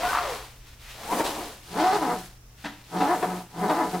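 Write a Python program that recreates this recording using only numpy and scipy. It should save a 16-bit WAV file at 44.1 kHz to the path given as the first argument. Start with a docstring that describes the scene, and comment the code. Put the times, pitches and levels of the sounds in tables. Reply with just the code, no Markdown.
"""Someone kneels on a covered workshop floor and rubs flat woven hose, over a faint mains hum.
First come two sweeps of the hand: the fine weave zips and squeaks, with a rustle of clothes in between.
At 1.7 s a harder stroke follows: the ribs buzz at a rate set by the hand's speed and ring the floor.
Clothes rustle again, a soft knock lands at 2.6 s, and two more hard strokes close the scene.
The fibres rasp and hiss through all five moves, and the small cluttered room adds a short echo."""
import sys
import numpy as np
from scipy import signal
from scipy.fft import rfft, irfft
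from scipy.io import wavfile
from scipy.ndimage import uniform_filter1d

SR = 44100
rng = np.random.default_rng(int(sys.argv[2]) if len(sys.argv) > 2 else 0)


def output_pcm(signal):
    """Save a mono or channel-first signal as 16-bit PCM at the path in sys.argv[1].

    Samples are clipped to [-1, 1] before scaling.
    """
    pcm = np.clip(np.atleast_2d(signal).T, -1, 1) * 32767
    wavfile.write(sys.argv[1], SR, np.round(pcm).astype(np.int16))


N = 176400
TIME = np.arange(N) / SR

# Tone of the room's air and rumble. Each row: frequency in Hz, relative level in dB.
AIR_COLOUR = [(150,-8.5),(1200,-21.5),(4500,-30.5),(5400,-23),(8000,-30.5),(16000,-31.5)]
RUMBLE_COLOUR = [(15,-8),(45,3),(65,-3),(90,-10),(140,-17),(400,-56)]
# The rumble's slow fade. Each row: time in seconds, level in dB.
RUMBLE_FADE = [(0,-47.5),(4,-59)]
# Mains hum. Each row: frequency in Hz, level in dB.
MAINS_HUM = [(120,-57)]
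# Stereo width of diffuse sound. Each row: frequency in Hz, gain of the side signal in dB.
STEREO_WIDTH = [(60,-39),(250,-24),(500,-14.5),(2000,-7.5),(15000,-4)]
# The action's lean to the left. Each row: frequency in Hz, left minus right in dB.
BALANCE = [(500,0.5),(1200,2),(4000,1),(15000,0.5)]

# Movement of the clothes. Each row: time in seconds, level in dB.
RUSTLE_LEVEL = [(.45,-49.5),(.6,-60),(.69,-50.5),(.76,-57.5),(.83,-48.5),(.92,-42.5),(.98,-50.5),(1.06,-48),(2.3,-71),(2.56,-63.5),(2.62,-48.5),(2.7,-53),(2.85,-59.5)]
# The knock with its settling, and the hand's snags. Each row: onset in seconds, level in dB.
KNOCKS = [(2.643,-29.5),(2.655,-31)]
SNAGS = [(1.203,-21),(3.007,-19.5),(3.227,-25),(3.697,-20)]
# Tone of clothes, knock, snags and fibres. Each row: frequency in Hz, relative level in dB.
RUSTLE_COLOUR = [(200,-17),(800,-4.5),(1500,-2),(2400,-0.5),(4000,-3),(7000,-9.5),(15000,-15.5)]
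KNOCK_COLOUR = [(60,-40),(170,-8),(280,3),(400,-20),(780,-4.5),(1250,-12),(1750,-6.5),(2200,-14.5),(3700,-18),(15000,-44.5)]
SNAG_COLOUR = [(120,-49),(260,13),(900,17),(2000,0),(4200,-6),(7000,-18),(15000,-37)]
RASP_COLOUR = [(500,-30),(1400,-6),(2100,-7.5),(3000,-4.5),(4400,-4.5),(5800,-10),(8000,-18),(15000,-37)]
HISS_COLOUR = [(1500,2),(4000,-4.5),(6000,-4),(8000,-3),(10500,-4.5),(13000,-7.5),(16000,-10.5)]
# Fibre envelopes, one list a move. Each row: time in seconds, relative rasp and hiss levels in dB.
FIBRE_LEVELS = [
    [(0,-38,-46),(.1,-37.5,-39.5),(.25,-40.5,-47.5),(.34,-42.5,-43),(.48,-56,-57),(.6,-77,-65)],
    [(.96,-50.5,-55.5),(1.13,-46,-39.5),(1.195,-46,-34.5),(1.238,-51,-43.5),(1.25,-40,-36.5),(1.295,-39.5,-38.5),(1.34,-44,-42.5),(1.47,-44.5,-45),(1.63,-58.5,-57.5)],
    [(1.65,-54,-55.5),(1.74,-46,-47),(1.81,-35,-41.5),(1.91,-37.5,-44),(1.96,-35.5,-42),(2.0,-42,-44.5),(2.14,-45,-44),(2.27,-53,-50.5),(2.38,-66,-68)],
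    [(2.86,-56.5,-64),(2.94,-49.5,-48.5),(3.02,-43,-44.5),(3.08,-43.5,-43.5),(3.22,-48,-44),(3.41,-52,-49.5),(3.49,-85,-63)],
    [(3.51,-62,-62),(3.6,-49,-47.5),(3.715,-43,-43.5),(3.9,-48,-46),(3.95,-44.5,-44.5),(4.0,-50,-48.5)],
]
# Skids of the hand. Each row: peak time and half length in seconds, centre and width in Hz, level in dB.
SKIDS = [(.165,.044,1130,680,-23),(1.265,.02,3200,3500,-35)]
# Squeaks. Each row: peak time and half length in seconds, multiple of the thread rate, level in dB.
SQUEAKS = [(.055,.06,1,-31),(.085,.032,2,-27.5),(.245,.03,1,-31),(.31,.035,1,-36),(1.118,.03,1,-32),(1.255,.03,1,-33)]

# Effort of the hand, one list a sweep or stroke. Each row: time in seconds, relative level in dB.
SWEEP_EFFORT = [
    [(0,-36.5),(.04,-25.5),(.11,-31),(.245,-32),(.34,-35),(.46,-49.5),(.6,-77)],
    [(.96,-51.5),(1.0,-44),(1.08,-38.5),(1.108,-35.5),(1.128,-23.5),(1.175,-29),(1.207,-23),(1.234,-35),(1.26,-28),(1.34,-37),(1.4,-33),(1.5,-43),(1.64,-64)],
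]
STROKE_EFFORT = [
    [(1.65,-65),(1.735,-38),(1.79,-24),(1.87,-19.5),(1.91,-22.5),(1.965,-23),(2.008,-34),(2.025,-23.5),(2.06,-27.5),(2.12,-25),(2.2,-40),(2.36,-69.5)],
    [(2.89,-61),(2.94,-32),(2.975,-26),(3.001,-30),(3.012,-20),(3.08,-26.5),(3.115,-20.5),(3.15,-24.5),(3.175,-32.5),(3.221,-36.5),(3.231,-21),(3.27,-31.5),(3.33,-31),(3.41,-38.5),(3.48,-57)],
    [(3.51,-59),(3.56,-39),(3.645,-22.5),(3.68,-29),(3.708,-21),(3.755,-29),(3.812,-22.5),(3.875,-30.5),(3.918,-39.5),(3.948,-25),(4.0,-37)],
]
# Hand speed over the weave. Each row: time in seconds, threads or ribs crossed per second.
THREAD_RATE = [(0,640),(.05,718),(.1,750),(.165,760),(.228,690),(.285,545),(.35,425),(.6,200),(1.03,690),(1.085,855),(1.135,1020),(1.21,930),(1.3,830),(1.6,620)]
RIB_RATE = [(1.0,144),(1.12,180),(1.21,320),(1.26,390),(1.33,290),(1.4,370),(1.6,150),
            (1.755,200),(1.785,296),(1.83,322),(1.86,368),(1.9,378),(1.96,428),(1.99,335),(2.07,242),(2.15,236),(2.19,178),
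            (2.93,165),(2.995,198),(3.012,312),(3.035,278),(3.065,282),(3.105,358),(3.135,358),(3.19,179),(3.23,366),(3.245,360),(3.265,184),
            (3.595,165),(3.63,207),(3.68,212),(3.703,314),(3.745,274),(3.79,360),(3.825,282),(3.87,188),(4.0,177)]
# How much the sweeps catch the ribs. Each row: time in seconds, buzz level against the zip in dB.
RIB_CATCH = [(0,-8.5),(.2,-19.5),(1.1,1),(1.2,5)]
# Tone of the zip, the light buzz and the pressed buzz. Each row: frequency in Hz, relative level in dB.
ZIP_COLOUR = [(100,-57),(300,-7.5),(480,-1.5),(720,0.5),(1100,2),(1500,-10.5),(1850,-8),(3000,-16),(6000,-29.5)]
LIGHT_BUZZ_COLOUR = [(70,-42),(130,-15),(200,-2.5),(400,-1),(700,-1.5),(1100,-6.5),(2000,-34)]
PRESSED_BUZZ_COLOUR = [(60,-45),(130,-43),(200,1.5),(400,-2.5),(900,9.5),(1350,-7.5),(2000,-34),(3000,-45)]
# EQ of the pressed slips, and the bass cut at speed. Each row: frequency in Hz, gain in dB.
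SLIP_COLOUR = [(40, -40), (100, -15), (170, 11.5), (2000, -1.5), (5000, -40.5)]
FAST_COLOUR = [(200, -8), (300, -5.0), (600, 2.0)]
# Resonances of hose and floor. Each row: frequency in Hz, bandwidth in Hz, relative level in dB.
FLOOR_MODES = [(178,22,0),(318,48,2.5),(435,45,0),(630,14,-6),(724,22,5),(748,22,2),(840,22,6),(980,38,3),(1200,32,-4),(1275,36,-2),(1475,32,-5),(1720,37,-10),(2020,30,-10)]

ROOM_T60_S, SWEEP_WET_DB, NEAR_WET_DB, NEAR_SIDE_DB = 0.44, -6, -8, 4.5
SPEED_WOBBLE = .018  # share of the hand's speed
FAST_HZ, FAST_SPAN_HZ = 222, 70.5  # rib rates over which the deepest ring drops away


def undb(db):
    """Decibels to gain."""
    return 10 ** (np.asarray(db) / 20)


def unit(x):
    """Scale to an rms of 1."""
    return x / np.sqrt(np.mean(x ** 2))


def curve(rows, column=1):
    """One column of a table, joined by straight lines in time."""
    rows = np.array(rows)
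    return np.interp(TIME, rows[:, 0], rows[:, column])


def envelope(moves, column=1):
    """Gain of a series of hand moves, silent between them."""
    return sum(undb(curve(rows, column)) * (TIME >= rows[0][0] - .02) * (TIME <= rows[-1][0])
               for rows in moves)


def swell(at, half_length):
    """A smooth rise and fall around one moment."""
    return np.exp(-((TIME - at) / half_length) ** 2)


def colour(x, points):
    """EQ through a set of (Hz, dB) points."""
    hz, db = np.array(points).T
    bins_hz = np.maximum(np.arange(N // 2 + 1) * SR / N, 1)
    return irfft(rfft(x) * undb(np.interp(np.log(bins_hz), np.log(hz), db)), N)


def noise(points):
    """Coloured noise of rms 1."""
    return unit(colour(rng.standard_normal(N), points))


def drift(rate_hz):
    """Random modulation of rms 1, gliding to a new value rate_hz times a second."""
    hold = int(SR / rate_hz)
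    steps = np.repeat(rng.standard_normal(N // 50), hold)[:N]
    return unit(uniform_filter1d(steps, hold))


def steady(x):
    """Ride a sound to constant strength, ready to take an envelope."""
    power = np.atleast_2d(x ** 2).mean(0)
    smoothed = uniform_filter1d(uniform_filter1d(power, size=1100), size=1100)
    return x / np.sqrt(np.maximum(smoothed, 1e-12))


def spread(mid, side):
    """Diffuse stereo: narrow in the bass, wide in the treble."""
    return mid + colour(side, STEREO_WIDTH) * np.array([[1], [-1]])


def room(x, wet_db, side_db=0):
    """Blend the direct sound with the workshop's short echo."""
    fade = undb(-60 * TIME / ROOM_T60_S) * (TIME > .003)  # 3 ms pre-delay
    mid, side = rng.standard_normal((2, N))
    tail = spread(mid, undb(side_db) * side) * fade / np.sqrt(np.sum(fade ** 2))
    wet = signal.fftconvolve(x[None], tail[:, :SR // 2], axes=1)[:, :N]
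    return (x + undb(wet_db) * wet) / np.hypot(1, undb(wet_db))


def room_tone(whine_hz=14940):
    """The bed: still air, mains hum, a thin electrical whine and a low rumble."""
    air = spread(noise(AIR_COLOUR), undb(7.5) * noise(AIR_COLOUR)) * undb(-58)
    hum = sum(np.sqrt(2) * undb(db) * np.sin(2 * np.pi * hz * TIME + 0.61 * drift(19))
              for hz, db in MAINS_HUM)
    whine = undb(-72 + 2 * drift(90)) * np.sqrt(2) * np.sin(2 * np.pi * whine_hz * TIME)
    rumble = noise(RUMBLE_COLOUR) * undb(curve(RUMBLE_FADE))
    return air + hum + whine + rumble


def clothes():
    """Trousers rustle as the weight shifts."""
    cloth = spread(noise(RUSTLE_COLOUR), undb(-1.5) * noise(RUSTLE_COLOUR))
    return cloth * undb(curve(RUSTLE_LEVEL) + 1.2 * drift(50.52))


def bumps(hits, tone, attack_s, decay_s, wet_db):
    """Dull contacts: bursts of dark noise that die away quickly."""
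    force = 0
    for at, db in hits:
        attack = np.clip((TIME - at) / attack_s + .5, 0, 1)
        decay = np.exp(-np.maximum(TIME - at, 0) / decay_s)
        force += undb(db) * attack * decay
    return room(steady(noise(tone)) * force, wet_db)


def grit(rate_hz, scatter_db):
    """Tiny clicks of fibres that catch and let go at random."""
    catches = rng.random(N) < rate_hz / SR
    return unit(catches * rng.standard_normal(N) * undb(scatter_db * rng.standard_normal(N)))


def fibres():
    """The grainy rasp and fine hiss of the weave in every sweep and stroke."""
    coarse = unit(colour(grit(4000, 0.32), RASP_COLOUR))
    rasp = unit(spread(coarse, undb(-1) * noise(RASP_COLOUR)))
    fine = unit(colour(grit(14000, 0.43), HISS_COLOUR))
    hiss = unit(spread(fine, undb(2) * noise(HISS_COLOUR)))
    rasp_gain = undb(-0.5 + 0.84 * drift(60)) * envelope(FIBRE_LEVELS, column=1)
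    hiss_gain = undb(3 + .5 * drift(44)) * envelope(FIBRE_LEVELS, column=2)
    return rasp * rasp_gain + hiss * hiss_gain


def skids():
    """The hand slips faster for a moment and the swish brightens."""
    swishes = 0
    for at, half_length, hz, width, db in SKIDS:
        band = signal.iirpeak(hz, hz / width, SR)
        swish = signal.lfilter(*band, signal.lfilter(*band, grit(2500, 2.6)))
        swishes += unit(swish) * undb(db) * swell(at, half_length)
    return room(swishes, SWEEP_WET_DB)


def crossings(rate_rows, wobble_hz):
    """Running count of the threads or ribs passed by a slightly unsteady hand."""
    return np.cumsum(curve(rate_rows) * (1 + SPEED_WOBBLE * drift(wobble_hz))) / SR


def squeaks():
    """The threads lock into a nearly pure tone that glides with the speed of the hand."""
    phase = 2 * np.pi * crossings(THREAD_RATE, wobble_hz=150)
    tones = sum(np.sqrt(2) * undb(db) * swell(at, half_length) * np.sin(multiple * phase)
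                for at, half_length, multiple, db in SQUEAKS)
    return room(tones * undb(2 * drift(64.2)), NEAR_WET_DB, NEAR_SIDE_DB)


def slips(rate_rows, jitter, scatter_db=2.2):
    """One click per thread or rib crossed, uneven in strength and, by jitter spacings, in place."""
    crossed = crossings(rate_rows, wobble_hz=70)
    shift, accent = rng.standard_normal((N // 40, 2))[:int(crossed[-1])].T
    places = np.arange(len(shift)) + jitter * shift
    at = np.interp(places, crossed, np.arange(N) * (N - 2) / N)
    strength = undb(scatter_db * accent)
    sample = at.astype(int)
    late = at - sample  # each click is shared between two samples
    clicks = np.bincount(sample, strength * (1 - late), N) + np.bincount(sample + 1, strength * late, N)
    return unit(clicks)


def sweeps():
    """The hand skims the fine weave with a gliding zip and now and then catches the ribs."""
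    zipping = colour(slips(THREAD_RATE, jitter=.11) + undb(-1) * grit(1500, 3.6), ZIP_COLOUR)
    buzz = colour(slips(RIB_RATE, jitter=.11) + grit(980, 2.1), LIGHT_BUZZ_COLOUR)
    skim = steady(zipping) + undb(curve(RIB_CATCH)) * unit(buzz)
    return steady(room(skim, SWEEP_WET_DB)) * envelope(SWEEP_EFFORT) * undb(-0.12)


def floor_ring(drive):
    """The resonances of the hose pressed on the floor."""
    return sum(undb(db) * signal.lfilter(*signal.iirpeak(hz, hz / width, SR), drive)
               for hz, width, db in FLOOR_MODES)


def strokes():
    """Hard rubbing: each rib's slip rings the floor, clean under a firm push, gritty under a light one."""
    effort = envelope(STROKE_EFFORT)
    looseness = np.minimum(undb(-24) / (effort + 1e-9), 2)
    friction = steady(slips(RIB_RATE, jitter=.04)) + undb(-7) * looseness * grit(1200, 1.1)
    drive = colour(friction, SLIP_COLOUR)
    body = unit(floor_ring(drive)) + undb(-10) * unit(colour(drive, PRESSED_BUZZ_COLOUR))
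    # Fast slips leave no time for the deepest ring.
    fast = np.clip((curve(RIB_RATE) - FAST_HZ) / FAST_SPAN_HZ, 0, 1)
    body = (1 - fast) * body + fast * colour(body, FAST_COLOUR)
    return steady(room(body, NEAR_WET_DB, NEAR_SIDE_DB)) * effort * undb(1.17)


def scene():
    """The action sits a little to the left, over the room tone."""
    action = sweeps() + squeaks() + skids() + strokes() + fibres() + clothes()
    action += bumps(SNAGS, SNAG_COLOUR, attack_s=0.0018, decay_s=0.015, wet_db=-2)
    action += bumps(KNOCKS, KNOCK_COLOUR, attack_s=0.007, decay_s=0.02, wet_db=-5)
    left = colour(action[0], [(hz, db / 2) for hz, db in BALANCE])
    right = colour(action[1], [(hz, -db / 2) for hz, db in BALANCE])
    return np.array([left, right]) + room_tone()


def record(dry, cutoff_hz=15800):
    """A steep low-pass takes off the very top."""
    return signal.sosfilt(signal.ellip(10, .1, 90, cutoff_hz, fs=SR, output="sos"), dry)


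dry = scene()
out = record(dry)
output_pcm(out)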